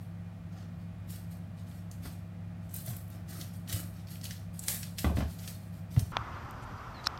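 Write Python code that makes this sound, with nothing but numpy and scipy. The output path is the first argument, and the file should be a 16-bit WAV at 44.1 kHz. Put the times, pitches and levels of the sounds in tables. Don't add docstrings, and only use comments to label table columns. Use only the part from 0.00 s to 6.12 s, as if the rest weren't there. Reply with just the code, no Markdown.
import sys
import numpy as np
from scipy import signal
from scipy.fft import rfft, irfft
from scipy.io import wavfile
from scipy.ndimage import uniform_filter1d

SR = 44100
rng = np.random.default_rng(int(sys.argv[2]) if len(sys.argv) > 2 else 0)


def transcribe(u):
    v = np.clip(np.atleast_2d(u).T, -1, 1)
    q = np.round(v * 32767).astype(np.int16)
    wavfile.write(sys.argv[1], SR, q)


N = 269892
TIME = np.arange(N) / SR

# f/Hz, rms level/dB
MOTOR_TONES = [(100.2, -46), (170.9, -48.5), (230.1, -66), (494.6, -75.5), (642, -70.5), (741.5, -77.5),
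               (785.3, -83)]
# f/Hz, relative level per Hz/dB
AIR_SPECTRUM = [(25, -34), (45, -7.5), (80, 2.5), (115, -2.5), (160, 2), (220, -7.5), (310, -17.5),
                (420, -26), (650, -18), (950, -27.5), (1400, -26.5), (2500, -33), (6000, -44.5),
                (16000, -49.5)]
# f/Hz, filter width/Hz, rms level/dB
AIR_RESONANCES = [(324, 43, -72), (814, 130, -74), (1174, 220, -76), (1898, 95, -78), (2168, 69, -85),
                  (2423, 27, -79)]
# f/Hz, t60/s
ROOM_DECAY = [(100, 0.33), (1000, 0.36), (4000, 0.3), (15000, 0.58)]
# t/s, relative peak level/dB, f/Hz, swell time/s
COUNTER_THUDS = [(2.061, -33, 83, 0.013), (2.876, -32.5, 122, 0.02), (3.734, -26.5, 98, 0.012),
                 (5.142, -25, 86, 0.014), (5.175, -21.5, 120, 0.0041), (5.215, -26.5, 94, 0.022),
                 (5.24, -25.5, 83, 0.016), (5.971, -13, 112, 0.0065), (6.018, -26, 86, 0.01)]
# t/s, relative level/dB, contact brightness f/Hz
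SINK_KNOCKS = [(2.054, -36.5, 3020), (4.684, -40, 3000), (5.044, -19.5, 1860), (5.05, -23.5, 1090),
               (5.062, -23.5, 890), (5.097, -26.5, 1010), (5.17, -28.5, 2620), (5.181, -21, 500),
               (5.188, -33.5, 2380), (5.205, -27.5, 2200), (5.222, -32, 1600), (5.963, -32.5, 2230),
               (5.973, -28.5, 398)]
# f/Hz, relative level/dB, t60/s
SINK_MODES = [(73.6, -7, 0.28), (139, -4, 0.12), (187.5, -7.5, 0.13), (244, -12, 0.064), (330, -22, 0.19),
              (403, -19.5, 0.077), (518, -23.5, 0.07), (600, -13, 0.044), (713, -21.5, 0.19),
              (814, -32.5, 0.23), (1051, -18.5, 0.12), (1146, -15.5, 0.029), (1337, -19, 0.05),
              (2000, -13.5, 0.05)]
# f/Hz, relative level per Hz/dB
CLATTER_SPECTRUM = [(35, -32), (70, 7.5), (100, 7.5), (200, 11.5), (300, 1), (450, -5), (750, -1.5),
                    (920, -5), (1200, -8), (1600, -7.5), (1950, -10.5), (2500, -8.5), (6000, -6.5),
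                    (16000, -33)]
# start t/s, length/s, relative level/dB
SLIPS = [(0.55, 0.077, -61), (2.055, 0.014, -66), (2.88, .05, -58.5), (3.135, 0.014, -59.5),
         (3.31, .11, -57.5), (3.71, 0.099, -55)]
# f/Hz, relative level per Hz/dB
FLESH_SPECTRUM = [(120, -39), (300, 11), (450, -5.5), (680, 6), (930, -13.5), (1250, 2), (1700, -5.5),
                  (3000, -17), (8000, -57)]
# start t/s, length/s, relative rubbing level/dB, relative tearing level/dB
SKIN_STROKES = [(0.005, .025, -72, -66.5), (0.523, .04, -67, -74), (0.576, 0.04, -62, -73),
                (0.794, 0.027, -74, -76), (1.095, 0.035, -56.5, -51), (1.146, 0.014, -57.5, -56),
                (1.313, 0.011, -63, -58.5), (1.578, 0.022, -65, -67), (1.673, 0.11, -67.5, -64.5),
                (1.921, .01, -68, -61), (2.035, 0.035, -55, -53), (2.117, .005, -67, -60),
                (2.624, .06, -75, -72), (2.711, .02, -65, -57), (2.746, 0.036, -54, -46.5),
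                (2.861, 0.039, -51.5, -44.5), (2.96, 0.016, -63, -57), (3.114, 0.037, -62.5, -62.5),
                (3.291, 0.11, -54, -51.5), (3.403, 0.0081, -50.5, -50), (3.536, 0.025, -65, -59),
                (3.692, 0.032, -44.5, -44.5), (3.729, 0.032, -47, -41.5), (3.94, 0.067, -63, -65.5),
                (4.085, .02, -58, -57), (4.107, 0.041, -57.5, -53.5), (4.24, .02, -49, -48.5),
                (4.305, 0.016, -51.5, -52.5), (4.54, .05, -64.5, -59), (4.626, 0.05, -54, -49.5),
                (4.685, 0.035, -40.5, -33), (4.827, 0.02, -53, -54), (4.991, 0.0063, -45, -40),
                (5.162, 0.026, -51.5, -51.5), (5.288, .05, -59, -55.5), (5.392, 0.066, -54, -53),
                (5.477, 0.012, -50.5, -46.5), (5.61, 0.055, -67.5, -65), (5.731, 0.055, -68, -65),
                (5.917, 0.064, -58.5, -57), (5.991, .012, -55, -50.5), (6.11, .02, -61, -60)]
# f/Hz, relative level per Hz/dB
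RUB_SPECTRUM = [(300, -9.5), (650, -0.5), (950, -20), (1400, -3), (2000, -4.5), (2700, -1.5), (4300, 3),
                (6000, 0), (8000, -8.5), (16000, -48)]
# f/Hz, relative level per Hz/dB
TEAR_SPECTRUM = [(2000, -12), (5000, -20), (7000, -4.5), (8500, 1), (10000, -2), (12000, 1), (14000, -1),
                 (16000, -9)]
# t/s, relative level/dB, centre f/Hz, relative hollow body level/dB
SKIN_SNAPS = [(1.1044, -37, 12600, -17), (1.714, -46, 3270, -18), (1.9139, -35, 6700, -22),
              (2.6944, -47, 7100, -18), (2.741, -22.5, 12200, -37), (2.763, -24.5, 12100, -27),
              (2.862, -32, 11000, -26), (2.966, -30.5, 12500, -26), (3.08, -43, 12000, -24),
              (3.102, -39, 13400, -19), (3.413, -26, 3700, -25), (3.677, -36.5, 4450, -6),
              (3.727, -21, 11100, -10), (3.8018, -28.5, 12000, -18), (4.0714, -41.5, 4440, -14),
              (4.156, -37, 3040, -16), (4.213, -37, 6160, -6), (4.2418, -28, 9000, -11),
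              (4.2537, -26, 3660, -22), (4.3084, -27.5, 5200, -4), (4.5927, -24, 7860, -30),
              (4.6374, -30, 8650, -20), (4.683, -12.5, 9100, -9), (4.8308, -26, 6400, -3.5),
              (4.9839, -22, 4800, -10), (4.9897, -24, 6800, -3), (5.477, -27.5, 7050, -1),
              (5.994, -26, 7100, -9)]
# f/Hz, width/Hz, relative level/dB
STEEL_MODES = [(1970, 86, -0.5), (2955, 25, -3), (4430, 130, -11), (5534, 14, 0), (6600, 13, -1.5),
               (8370, 16, -8), (11323, 25, -2)]

AIR_DB = -47.5
GRIP_DB_PER_S, SETTLE_DB_PER_S = 947, 187
SLIP_IN_DB_PER_S, SLIP_OUT_DB_PER_S = 400, 147
SNAP_DECAY_S = 0.0045
CUTOFF_HZ = 16100


def from_db(db):
    return 10 ** (np.asarray(db) / 20)


def rms_one(x):
    return x / np.sqrt(np.mean(x ** 2) + 1e-20)


def at_hz(points, hz):
    known, values = np.transpose(points)
    return np.interp(np.log(np.maximum(hz, 1)), np.log(known), values)


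def drift(rate):
    return rms_one(np.interp(TIME * rate, np.arange(8192), rng.standard_normal(8192)))


def colour(x, spectrum):
    size = 8192
    hz = np.arange(size // 2 + 1) * SR / size
    gain = rms_one(from_db(at_hz(spectrum, hz)))
    cepstrum = irfft(np.log(gain))
    cepstrum[1:size // 2] *= 2
    cepstrum[size // 2 + 1:] = 0
    response = irfft(np.exp(rfft(cepstrum)))
    return signal.fftconvolve(x, response)[:len(x)]


def add(out, s, sound):
    start = max(0, round(s * SR))
    out[start:start + len(sound)] += sound[:max(0, N - start)]


def gestures(rows, rise_db_per_s, fall_db_per_s):
    power = 0
    for start, length, db in rows:
        before = np.maximum(start - TIME, 0)
        after = np.maximum(TIME - start - length, 0)
        level = db - rise_db_per_s * before - fall_db_per_s * after
        power = power + from_db(np.maximum(level, -140)) ** 2
    return np.sqrt(power)


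def fractures(per_s, spread_db, clump_db):
    excess_db = abs(spread_db) * np.minimum(rng.exponential(1, N), 4)
    sizes = from_db(excess_db + clump_db * drift(150)) * rng.choice([-1, 1], N)
    clicks = sizes * (rng.random(N) < per_s / SR)
    slow_power = np.abs(uniform_filter1d(clicks ** 2, SR // 20))
    return clicks / np.sqrt(slow_power + 1e-6)


def kitchen(x, wet_db, build_s=0.0018):
    t, tail = TIME[:SR * 2 // 3], 0
    edges = np.geomspace(60, 18000, 9)
    for low, high in zip(edges, edges[1:]):
        band_pass = signal.butter(2, [low, high], "band", fs=SR, output="sos")
        band = signal.sosfilt(band_pass, rng.standard_normal(len(t)))
        t60 = at_hz(ROOM_DECAY, np.sqrt(low * high))
        tail = tail + band * from_db(-60 * t / t60)
    tail = tail * (1 - np.exp(-t / build_s))
    reflected = signal.fftconvolve(x, tail / np.linalg.norm(tail))[:N]
    return x + from_db(wet_db) * reflected


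def near_surfaces(x, scatter_db=-4.0, scatter_s=0.0046, tail_db=-5.5, tail_t60=0.43):
    t, out = TIME[:SR // 3], np.zeros(N)
    step = SR // 16
    padded = np.pad(x, (step, 2 * step))
    early, late = np.exp(-t / scatter_s), from_db(-60 * t / tail_t60)
    fading = from_db(scatter_db) * early / np.linalg.norm(early)
    fading = fading + from_db(tail_db) * late / np.linalg.norm(late)
    for start in range(0, N + step, step):
        response = rng.standard_normal(len(t)) * fading
        response[0] = 1
        windowed = padded[start:start + 2 * step] * np.hanning(2 * step)
        heard = signal.fftconvolve(windowed, response)
        add(out, max(0, start - step) / SR, heard[max(0, step - start):])
    return out


def motors(waver_db=-0.05):
    tones = 0
    for hz, db in MOTOR_TONES:
        level = from_db(db + waver_db * drift(4.0))
        tones = tones + level * np.sin(2 * np.pi * (hz * TIME + rng.random()))
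    rush = from_db(AIR_DB) * colour(rng.standard_normal(N), AIR_SPECTRUM)
    for hz, width, db in AIR_RESONANCES:
        resonance = signal.iirpeak(hz, hz / width, fs=SR)
        once = signal.lfilter(*resonance, rng.standard_normal(N))
        twice = signal.lfilter(*resonance, once)
        rush = rush + from_db(db) * rms_one(twice)
    return np.sqrt(2) * tones + rush


def thuds():
    out, t = np.zeros(N), TIME[:SR // 4]
    for s, db, hz, swell in COUNTER_THUDS:
        swing = (t / swell * np.exp(1 - t / swell)) ** 2
        add(out, s, from_db(db) * swing * np.sin(2 * np.pi * hz * t))
    return out


def knocks(uneven_db=1.0, clatter_db=-3.0, clatter_s=0.01):
    ringing, clattering, t = np.zeros(N), np.zeros(N), TIME[:SR // 2]
    hz, mode_db, t60 = np.transpose(SINK_MODES)[:, :, None]
    for s, db, bright_hz in SINK_KNOCKS:
        strength = from_db(mode_db + uneven_db * rng.standard_normal(hz.shape))
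        strength = strength * rng.choice([-1, 1], hz.shape)
        modes = strength * from_db(-60 * t / t60) * np.sin(2 * np.pi * hz * t)
        ring = np.sum(modes, axis=0)
        clatter = colour(rng.standard_normal(len(t)) * np.exp(-t / clatter_s), CLATTER_SPECTRUM)
        contact = signal.butter(2, min(bright_hz, SR / 3), fs=SR, output="sos")
        add(ringing, s, from_db(db) * signal.sosfilt(contact, ring))
        add(clattering, s, from_db(db + clatter_db) * signal.sosfilt(contact, clatter))
    low_cut = signal.butter(4, 62, "high", fs=SR, output="sos")
    return signal.sosfilt(low_cut, ringing + kitchen(clattering, wet_db=-1.0))


def scrape():
    slips = colour(fractures(per_s=1500, spread_db=5.5, clump_db=0.0), FLESH_SPECTRUM)
    return slips * gestures(SLIPS, SLIP_IN_DB_PER_S, SLIP_OUT_DB_PER_S)


def steel(x):
    ringing = 0
    for hz, width, db in STEEL_MODES:
        resonance = signal.iirpeak(hz, hz / width, fs=SR)
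        ringing = ringing + from_db(db) * signal.lfilter(*resonance, x + 1e-18)
    return x + ringing


def snaps(level_db=-10.0, skirt_db=-15.5, first_break=4.0):
    out, t = np.zeros(N), TIME[:SR // 15]
    for s, db, hz, body_db in SKIN_SNAPS:
        volley = rng.standard_normal(len(t)) * np.exp(-t / SNAP_DECAY_S)
        volley[0] = first_break
        body = [(150, body_db - 22), (900, body_db - 22), (1600, body_db)]
        peak = [(hz * 0.61, body_db / 2), (hz, 0), (hz * 2.26, skirt_db)]
        add(out, s, from_db(db + level_db) * colour(volley, body + peak))
    return out


def skin(rub_db=-3.5, tear_db=-3.0):
    start, length, rubbing, tearing = np.transpose(SKIN_STROKES)
    rub = colour(fractures(per_s=2800, spread_db=2.5, clump_db=1.9), RUB_SPECTRUM)
    tear = colour(fractures(per_s=2000, spread_db=1.3, clump_db=0.9), TEAR_SPECTRUM)
    rub_gain = gestures(zip(start, length, rubbing + rub_db), GRIP_DB_PER_S, SETTLE_DB_PER_S)
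    tear_gain = gestures(zip(start, length, tearing + tear_db), GRIP_DB_PER_S, SETTLE_DB_PER_S)
    return rub * rub_gain + tear * tear_gain


def scene():
    strokes = near_surfaces(skin() + scrape())
    peeling = steel(strokes + kitchen(snaps(), wet_db=-7.0))
    bumps = knocks() + kitchen(thuds(), wet_db=-11.0)
    return (from_db(-0.79) * peeling + bumps + motors())[None]


def record(dry, low_cut_hz=36):
    low_cut = signal.butter(2, low_cut_hz, "high", fs=SR, output="sos")
    top_cut = signal.ellip(12, .1, 80, CUTOFF_HZ, fs=SR, output="sos")
    return signal.sosfilt(top_cut, signal.sosfilt(low_cut, dry))


dry = scene()
out = record(dry)
transcribe(out)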